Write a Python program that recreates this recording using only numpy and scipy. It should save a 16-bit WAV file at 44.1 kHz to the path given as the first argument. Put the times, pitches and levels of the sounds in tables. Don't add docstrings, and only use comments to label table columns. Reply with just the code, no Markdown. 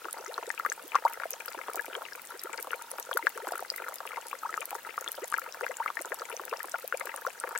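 import sys
import numpy as np
from scipy import signal
from scipy.fft import rfft, irfft, next_fast_len
from scipy.io import wavfile

SR = 44100
rng = np.random.default_rng(int(sys.argv[2]) if len(sys.argv) > 2 else 0)


def digitize_waveform(pressure):
    field = np.atleast_2d(pressure).T
    bounded = np.clip(field, -1, 1)
    quanta = np.round(bounded * 32767).astype(np.int16)
    wavfile.write(sys.argv[1], SR, quanta)


N = 334719

# t/s, peak level before BUBBLE_GAIN_DB/dB, start pitch f/Hz, decay time/ms
BUBBLES = [(0.0845, -31.5, 1305, 3.9), (0.5029, -21, 1780, 1.4), (0.597, -23.5, 1310, 3.3),
           (0.6491, -22.5, 1180, 9.6), (0.6622, -16.5, 1490, 0.61), (0.7188, -24, 1680, 1.3),
           (0.946, -20.5, 1180, 3.1), (0.954, -12.5, 1020, 3.5), (0.9579, -14, 1170, 1.9),
           (1.0507, -14.5, 822, 4.3), (1.2348, -23.5, 1390.0, 1.1), (1.2548, -28, 646, 2.9),
           (1.774, -30.5, 1310, 4.3), (1.794, -23.5, 1675, 3.4), (1.697, -30.5, 1290, 3),
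           (2.732, -21, 1396, 1.8), (3.1717, -17, 1360, 2), (3.269, -10, 1470, 0.95),
           (3.192, -31, 930, 5.2), (3.4885, -32, 1500, 2.7), (3.5204, -25, 714, 2.5),
           (3.554, -30, 1330, 4.2), (3.6244, -27.5, 740, 1.6), (4.3294, -24.5, 1110.0, 1.8),
           (4.4326, -29.5, 1280, 6.3), (4.492, -31, 1284, 9.6), (4.5409, -22.5, 1680, 0.7),
           (4.5762, -23.5, 1260, 3.7), (4.728, -29.5, 818, 6), (4.9783, -22, 1214, 2.5),
           (5.183, -34.5, 580, 3), (5.324, -24.5, 1220, 4.2), (5.3405, -16.5, 1530, 1.8),
           (5.3834, -23, 1320, 3.8), (5.665, -22.5, 1540, 1.2), (5.801, -23, 907, 4.1),
           (5.8604, -19.5, 1240, 2.3), (5.902, -23.5, 1170, 1.2), (5.9704, -24, 1800, 2.5),
           (6.604, -30, 1775, 3), (6.008, -33, 600, 2.5), (6.2184, -28.5, 1243, 3.7),
           (6.7421, -25, 1404, 4.5), (6.9246, -19, 1420, 1.4), (7.2495, -26.5, 1066, 3),
           (7.266, -21.5, 1355, 2), (7.56, -22.5, 1600, 1.2)]
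# t/s, start pitch f/Hz, peak level/dB, length/ms
GULPS = [(0.046, 400, -39.5, 22), (0.193, 367, -42.5, 38), (0.275, 358, -39, 53), (0.474, 394, -34, 14.5),
         (0.682, 368, -46, 49), (0.832, 251, -47, 54), (0.959, 1560, -28, 8.5), (1.047, 482, -33, 43),
         (1.054, 848, -21, 18.2), (1.321, 427.5, -43, 44), (1.568, 284, -42, 21), (1.677, 360, -46, 40),
         (1.766, 320, -41.5, 37), (1.961, 376, -37.5, 40), (2.339, 327, -43.5, 32),
         (2.443, 335, -38.5, 28.5), (2.735, 410, -40, 27), (2.925, 454, -43, 30), (3.148, 368, -32, 27.5),
         (3.232, 304, -39.5, 31), (3.355, 389, -38.5, 24), (3.423, 372, -39, 41), (3.803, 370, -45, 24),
         (4.172, 754, -28.5, 16), (4.448, 810, -27, 21), (4.584, 403, -45, 64), (5.218, 347, -34, 39),
         (5.423, 460, -52, 36), (5.476, 457, -44, 29), (5.623, 423, -32.5, 33), (5.692, 460, -33.5, 29),
         (5.796, 733, -31.5, 45), (6.111, 365, -36, 25), (6.212, 397, -41, 32), (6.326, 396, -39, 33),
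         (6.518, 408, -31.5, 27), (6.738, 600, -30, 23), (6.839, 456, -34.5, 16), (6.938, 460, -28, 17.6),
         (7.052, 477, -37, 9.8), (7.265, 451, -32, 28.4)]
# t/s, peak level/dB, centre f/Hz
DROPS = [(0.053, -26, 1300), (.171, -30.5, 1100), (.379, -20, 1080), (0.427, -26.5, 830),
         (0.795, -34, 1250), (1.1995, -24, 1530), (1.219, -32, 1380), (1.48, -28, 1340),
         (1.546, -29.5, 860), (1.589, -27, 1160), (1.683, -23.5, 880), (1.745, -27.5, 770),
         (1.881, -30, 607), (1.928, -31.5, 1290), (1.953, -26, 1300), (2.0195, -27, 1140),
         (2.151, -34, 1310), (2.32, -32.5, 1400), (2.495, -30.5, 1040), (2.542, -28.5, 1280),
         (2.589, -27.5, 1440), (2.645, -33.5, 1050), (2.671, -27.5, 900), (2.984, -27.5, 1130),
         (3.1125, -19.5, 1220), (3.376, -25.5, 1260), (3.4706, -22, 890), (3.535, -27, 1080),
         (3.593, -25.5, 1220), (3.82, -29.5, 1175), (3.883, -24, 1210), (3.922, -31, 1040),
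         (4.004, -25.5, 1100), (4.053, -27, 1020), (4.133, -30, 1100), (4.1708, -26.5, 1010),
         (4.527, -30, 1710), (4.627, -30, 1140), (4.715, -30.5, 860), (4.751, -23.5, 1060),
         (5.062, -30.5, 1220), (5.417, -30.5, 1440), (5.545, -29, 1420), (5.6094, -21, 1280),
         (5.716, -31, 1360), (5.878, -24.5, 2000), (5.991, -25, 1910), (6.048, -28, 1270),
         (6.1198, -20, 1610), (6.301, -30, 1210), (6.396, -24.5, 1050), (6.436, -32.5, 1550),
         (6.5273, -21, 1040), (6.5361, -22.5, 1290), (6.643, -27, 890), (7.011, -22.5, 1710),
         (7.071, -27.5, 1440), (7.1407, -25.5, 1090), (7.176, -30, 1450), (7.283, -33, 920),
         (7.4376, -18.5, 1550), (7.474, -25, 1500), (7.509, -28.5, 1130), (7.551, -24, 1400)]
# t/s, level before TICK_GAIN_DB/dB, centre f/Hz
TICKS = [(0.129, -23, 9940), (0.3417, -29.5, 4080), (0.6994, -25, 6230), (.724, -25, 7750),
         (1.306, -23, 13000), (1.3324, -28, 5960), (1.459, -27, 14900), (1.757, -24.5, 14600),
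         (1.951, -27, 3160), (2.436, -25.5, 12200), (2.6268, -25, 11800), (2.9147, -24.5, 10400),
         (2.998, -26, 11900), (3.13, -25, 3270), (3.139, -29, 11700), (3.174, -20.5, 11700),
         (3.701, -19, 4880), (3.7615, -25, 13600), (3.9572, -28, 14500), (4.6552, -25.5, 12900),
         (5.0775, -23.5, 3430), (5.1176, -23, 11940), (5.379, -28, 12500), (5.769, -27, 7300),
         (6.0205, -27, 8840), (6.1432, -28, 11100), (6.2983, -29, 10400), (6.3664, -27.5, 5970),
         (6.452, -29, 14100), (6.63, -27, 13200), (6.877, -27.5, 13150), (7.1616, -26.5, 9600),
         (7.2623, -33, 14300), (7.4, -25, 8660), (7.576, -23, 7750)]
# f/Hz, decay time/ms, relative level/dB
HOLLOW_MODES = [(480, 2.2, -8), (890, 2.4, -2), (1260, 2.4, 0), (1720, 2.0, -4), (2400, 1.2, -16)]
# f/Hz, left minus right/dB
POOL_PAN = [(350, -9.5), (700, 2), (1300, 5), (2200, 14)]
# f/Hz, gain/dB
BABBLE_COLOUR = [(150, -3), (330, 11), (520, 11.5), (740, 1.5), (930, 13), (1100, -3.5), (1280, 14),
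                 (1720, 10.5), (3200, 19)]
# f/Hz, relative density/(dB per Hz)
MURMUR_SPECTRUM = [(25, -28), (84, -20.5), (200, -14.5), (450, -5), (1500, -3), (5000, -16)]

BUBBLE_GAIN_DB, TICK_GAIN_DB = 3.0, -5.5
RISE_PER_S, RISE_FROM_DB, RISE_DOUBLING_DB = 11, -18, 3
KNOCK_DB = -15
HOLLOW_SPREAD = 0.047
DROP_DECAY_MS, DROP_KNOCK_DB, DROP_RISE_PER_S = 1, -6, 60
CRATER_LAG_MS, CRATER_DB = 2.547, -4.5
WAKE_DB, WAKE_HZ, WAKE_MS = -19, 400, 34
OCTAVE_SWEEP_MS, SWEEP_BEND = 15.47, 1.693
GULP_SKEW = 0.73
SPLASH_DB, SPLASH_LIMIT_DB, SPLASH_HZ = -23, -12, 2980
TOP_HZ = 16000


def pool():
    out = np.zeros((2, N))
    for s, db, hz, decay_ms in BUBBLES:
        rise_per_s = RISE_PER_S * 2 ** ((db - RISE_FROM_DB) / RISE_DOUBLING_DB)
        add(out, s, undb(db + BUBBLE_GAIN_DB) * bubble(hz, decay_ms, rise_per_s))
    for s, db, hz in DROPS:
        add(out, s, undb(db) * drop(hz))
        pitch_scale, length_scale = 2 ** rng.uniform(-0.478, 0.42, size=2)
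        wake = gulp(WAKE_HZ * pitch_scale, WAKE_MS * length_scale)
        add(out, s, undb(db + WAKE_DB) * wake)
    for s, hz, db, length_ms in GULPS:
        add(out, s, undb(db) * gulp(hz, length_ms))
    return out


def bubble(hz, decay_ms, rise_per_s, knock_db=KNOCK_DB, onset_cycles=0.9):
    ms = np.arange(int((6 * decay_ms + 6) * SR / 1000)) * 1000 / SR
    t = np.arange(len(ms)) / SR
    onset = 1 - np.exp(-(t * hz / onset_cycles) ** 2)
    swing = np.exp(-ms / decay_ms) * onset
    tone = swing / swing.max() * np.sin(2 * np.pi * hz * (t + rise_per_s * t ** 2 / 2))
    spot = rng.standard_normal((len(HOLLOW_MODES), 2))
    knock = np.zeros(len(ms))
    for (mode_hz, ring_ms, db), (weight, shift) in zip(HOLLOW_MODES, spot):
        apart = min(abs(np.log2(mode_hz / hz)) * 2, 1)
        ring = np.sin(2 * np.pi * mode_hz * (1 + HOLLOW_SPREAD * shift) * t)
        knock += undb(db) * weight * apart * np.exp(-ms / ring_ms) * ring
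    return (tone + undb(knock_db) * knock * onset) * pan(curve(hz, POOL_PAN))


def drop(hz):
    closing_hz = hz * 2 ** rng.uniform(-0.74, 0)
    slap = bubble(hz, DROP_DECAY_MS, DROP_RISE_PER_S, DROP_KNOCK_DB)
    closing = bubble(closing_hz, DROP_DECAY_MS, DROP_RISE_PER_S, DROP_KNOCK_DB)
    lag = int(CRATER_LAG_MS * rng.uniform(0.52, 1.99) * SR / 1000)
    sound = np.pad(slap, ((0, 0), (0, lag)))
    sound = sound + undb(CRATER_DB) * np.pad(closing, ((0, 0), (lag, 0)))
    return sound / np.abs(sound.mean(axis=0)).max()


def gulp(hz, length_ms):
    u = np.linspace(0, 1, int(length_ms * SR / 1000))
    pitch_hz = hz * (1 + length_ms / OCTAVE_SWEEP_MS) ** (u ** SWEEP_BEND)
    swell = np.sin(np.pi * u ** GULP_SKEW)
    sweep = np.sin(2 * np.pi * np.cumsum(pitch_hz) / SR)
    return swell * sweep * pan(curve(pitch_hz.mean(), POOL_PAN))


def splashes(left_db=4):
    out = np.zeros((2, N))
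    for s, db, *_ in BUBBLES + DROPS:
        hz = SPLASH_HZ * 2 ** rng.uniform(-0.84, 1)
        splash = tick(hz, left_db, cycles=1.0)
        add(out, s, undb(min(db, SPLASH_LIMIT_DB) + SPLASH_DB) * splash)
    return out


def spray(rate_per_s=45, top_db=-32, range_db=21, low_hz=4500, high_hz=16000, left_db=4, spread_db=3):
    out = np.zeros((2, N))
    for s, db, hz in TICKS:
        pan_db = left_db + spread_db * rng.standard_normal()
        add(out, s, undb(db + TICK_GAIN_DB) * tick(hz, pan_db))
    for s, size, strength, place in chances(rate_per_s, count=3):
        hz = low_hz + (high_hz - low_hz) * size
        pan_db = left_db + 2 * spread_db * (2 * place - 1)
        crackle = tick(hz, pan_db, cycles=3, splat_db=-11)
        add(out, s, undb(top_db - range_db * np.sqrt(strength)) * crackle)
    return out


def tick(hz, pan_db, cycles=5, splat_ms=.6, splat_db=-9, scatter_ms=2.5, scatter_db=-24, attack_ms=.45):
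    ms = np.arange(SR // 70) * 1000 / SR
    turns = hz * np.arange(len(ms)) / SR
    ping = np.exp(-turns / cycles) * np.sin(2 * np.pi * (turns + .4 * rng.random((2, 1))))
    splat = undb(splat_db) * np.exp(-ms / splat_ms) + undb(scatter_db) * np.exp(-ms / scatter_ms)
    b, a = signal.iirpeak(min(hz, .4 * SR), 2.2, fs=SR)
    noise = signal.lfilter(b, a, rng.standard_normal((2, len(ms))))
    sound = (ping + 2 * splat * noise) * (1 - np.exp(-(ms / attack_ms) ** 2))
    rms = np.sqrt(np.mean(sound.mean(axis=0)[ms < 1.5] ** 2))
    return sound / rms * pan(pan_db)


def babble(rate_per_s=85, top_db=-41, range_db=15, low_hz=520, high_hz=2600, cycles=3.2):
    out = np.zeros((2, N))
    for s, size, strength, damping, rise in chances(rate_per_s, count=4):
        hz = low_hz * (high_hz / low_hz) ** size
        decay_ms = 1000 * cycles / hz * 2 ** (2 * damping - 1)
        plip = bubble(hz, decay_ms, 60 * rise, knock_db=0)
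        add(out, s, undb(top_db - range_db * np.sqrt(strength)) * plip)
    return colour(out, BABBLE_COLOUR)


def fizz(rate_per_s=300, top_db=-37, range_db=18, low_hz=2300, high_hz=15000, cycles=9):
    out = np.zeros((2, N))
    for s, size, strength, place, lag in chances(rate_per_s, count=4):
        hz = low_hz * (high_hz / low_hz) ** size
        age = np.arange(int(6 * cycles * SR / hz)) * hz / SR / cycles
        swing = np.exp(-age) * (1 - np.exp(-(2 * age) ** 2))
        turns = age * cycles + np.array([[0], [size * (2 * lag - 1)]])
        ring = swing * np.sin(2 * np.pi * turns) * pan(10 * place - 1)
        add(out, s, undb(top_db - range_db * np.sqrt(strength)) * ring)
    return out


def wash(murmur_db=-53.0, hiss_db=-56.0):
    mid, side = rng.standard_normal((2, N))
    murmur = colour(mid + .5 * side * np.array([[1], [-1]]), MURMUR_SPECTRUM)
    hiss = highpass(rng.standard_normal((2, N)), hz=1940, order=2)
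    return level(murmur, murmur_db) + level(hiss, hiss_db) * pan(1)


def surroundings(x, wet_db, decay_ms):
    ms = np.arange(SR // 6) * 1000 / SR
    echo = rng.standard_normal((2, len(ms))) * np.exp(-ms / decay_ms) * (1 - np.exp(-ms / 2))
    echo /= np.sqrt(np.sum(echo ** 2, axis=1, keepdims=True))
    return x + undb(wet_db) * signal.fftconvolve(x, echo, axes=1)[:, :N]


def highpass(x, hz, order):
    return signal.sosfilt(signal.butter(order, hz, "high", fs=SR, output="sos"), x)


def colour(x, points):
    size = next_fast_len(N + SR // 10, True) // 2 * 2
    bins_hz = np.arange(size // 2 + 1) * SR / size
    cepstrum = irfft(np.log(undb(curve(bins_hz, points))))
    cepstrum[1:size // 2] *= 2
    cepstrum[size // 2 + 1:] = 0
    return irfft(rfft(x, size) * np.exp(rfft(cepstrum)))[..., :N]


def curve(hz, points):
    f, value = np.transpose(points)
    return np.interp(np.log(hz + 1), np.log(f), value)


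def chances(rate_per_s, count):
    local_rng = np.random.default_rng(rng.integers(2 ** 31))
    rows = local_rng.random((int(rate_per_s * N / SR), count + 1))
    rows[:, 0] *= N / SR
    return rows


def undb(db):
    return 10 ** (np.asarray(db) / 20)


def level(x, db):
    return x * undb(db) / np.sqrt(np.mean(x ** 2))


def pan(db):
    gains = undb(np.array([[db], [-db]]) / 2)
    return gains / gains.mean()


def add(out, s, sound):
    i = int(np.clip(s * SR, 0, N - 1))
    out[:, i:i + sound.shape[-1]] += sound[..., :N - i]


def scene():
    water = highpass(pool() + babble(), hz=297, order=3)
    water = surroundings(water, wet_db=-8.0, decay_ms=4.4)
    droplets = highpass(spray() + splashes() + fizz(), hz=1400, order=2)
    droplets = surroundings(droplets, wet_db=-15, decay_ms=7)
    return water + droplets + wash()


def record(dry):
    return signal.sosfilt(signal.ellip(10, .2, 70, TOP_HZ, fs=SR, output="sos"), dry)


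dry = scene()
out = record(dry)
digitize_waveform(out)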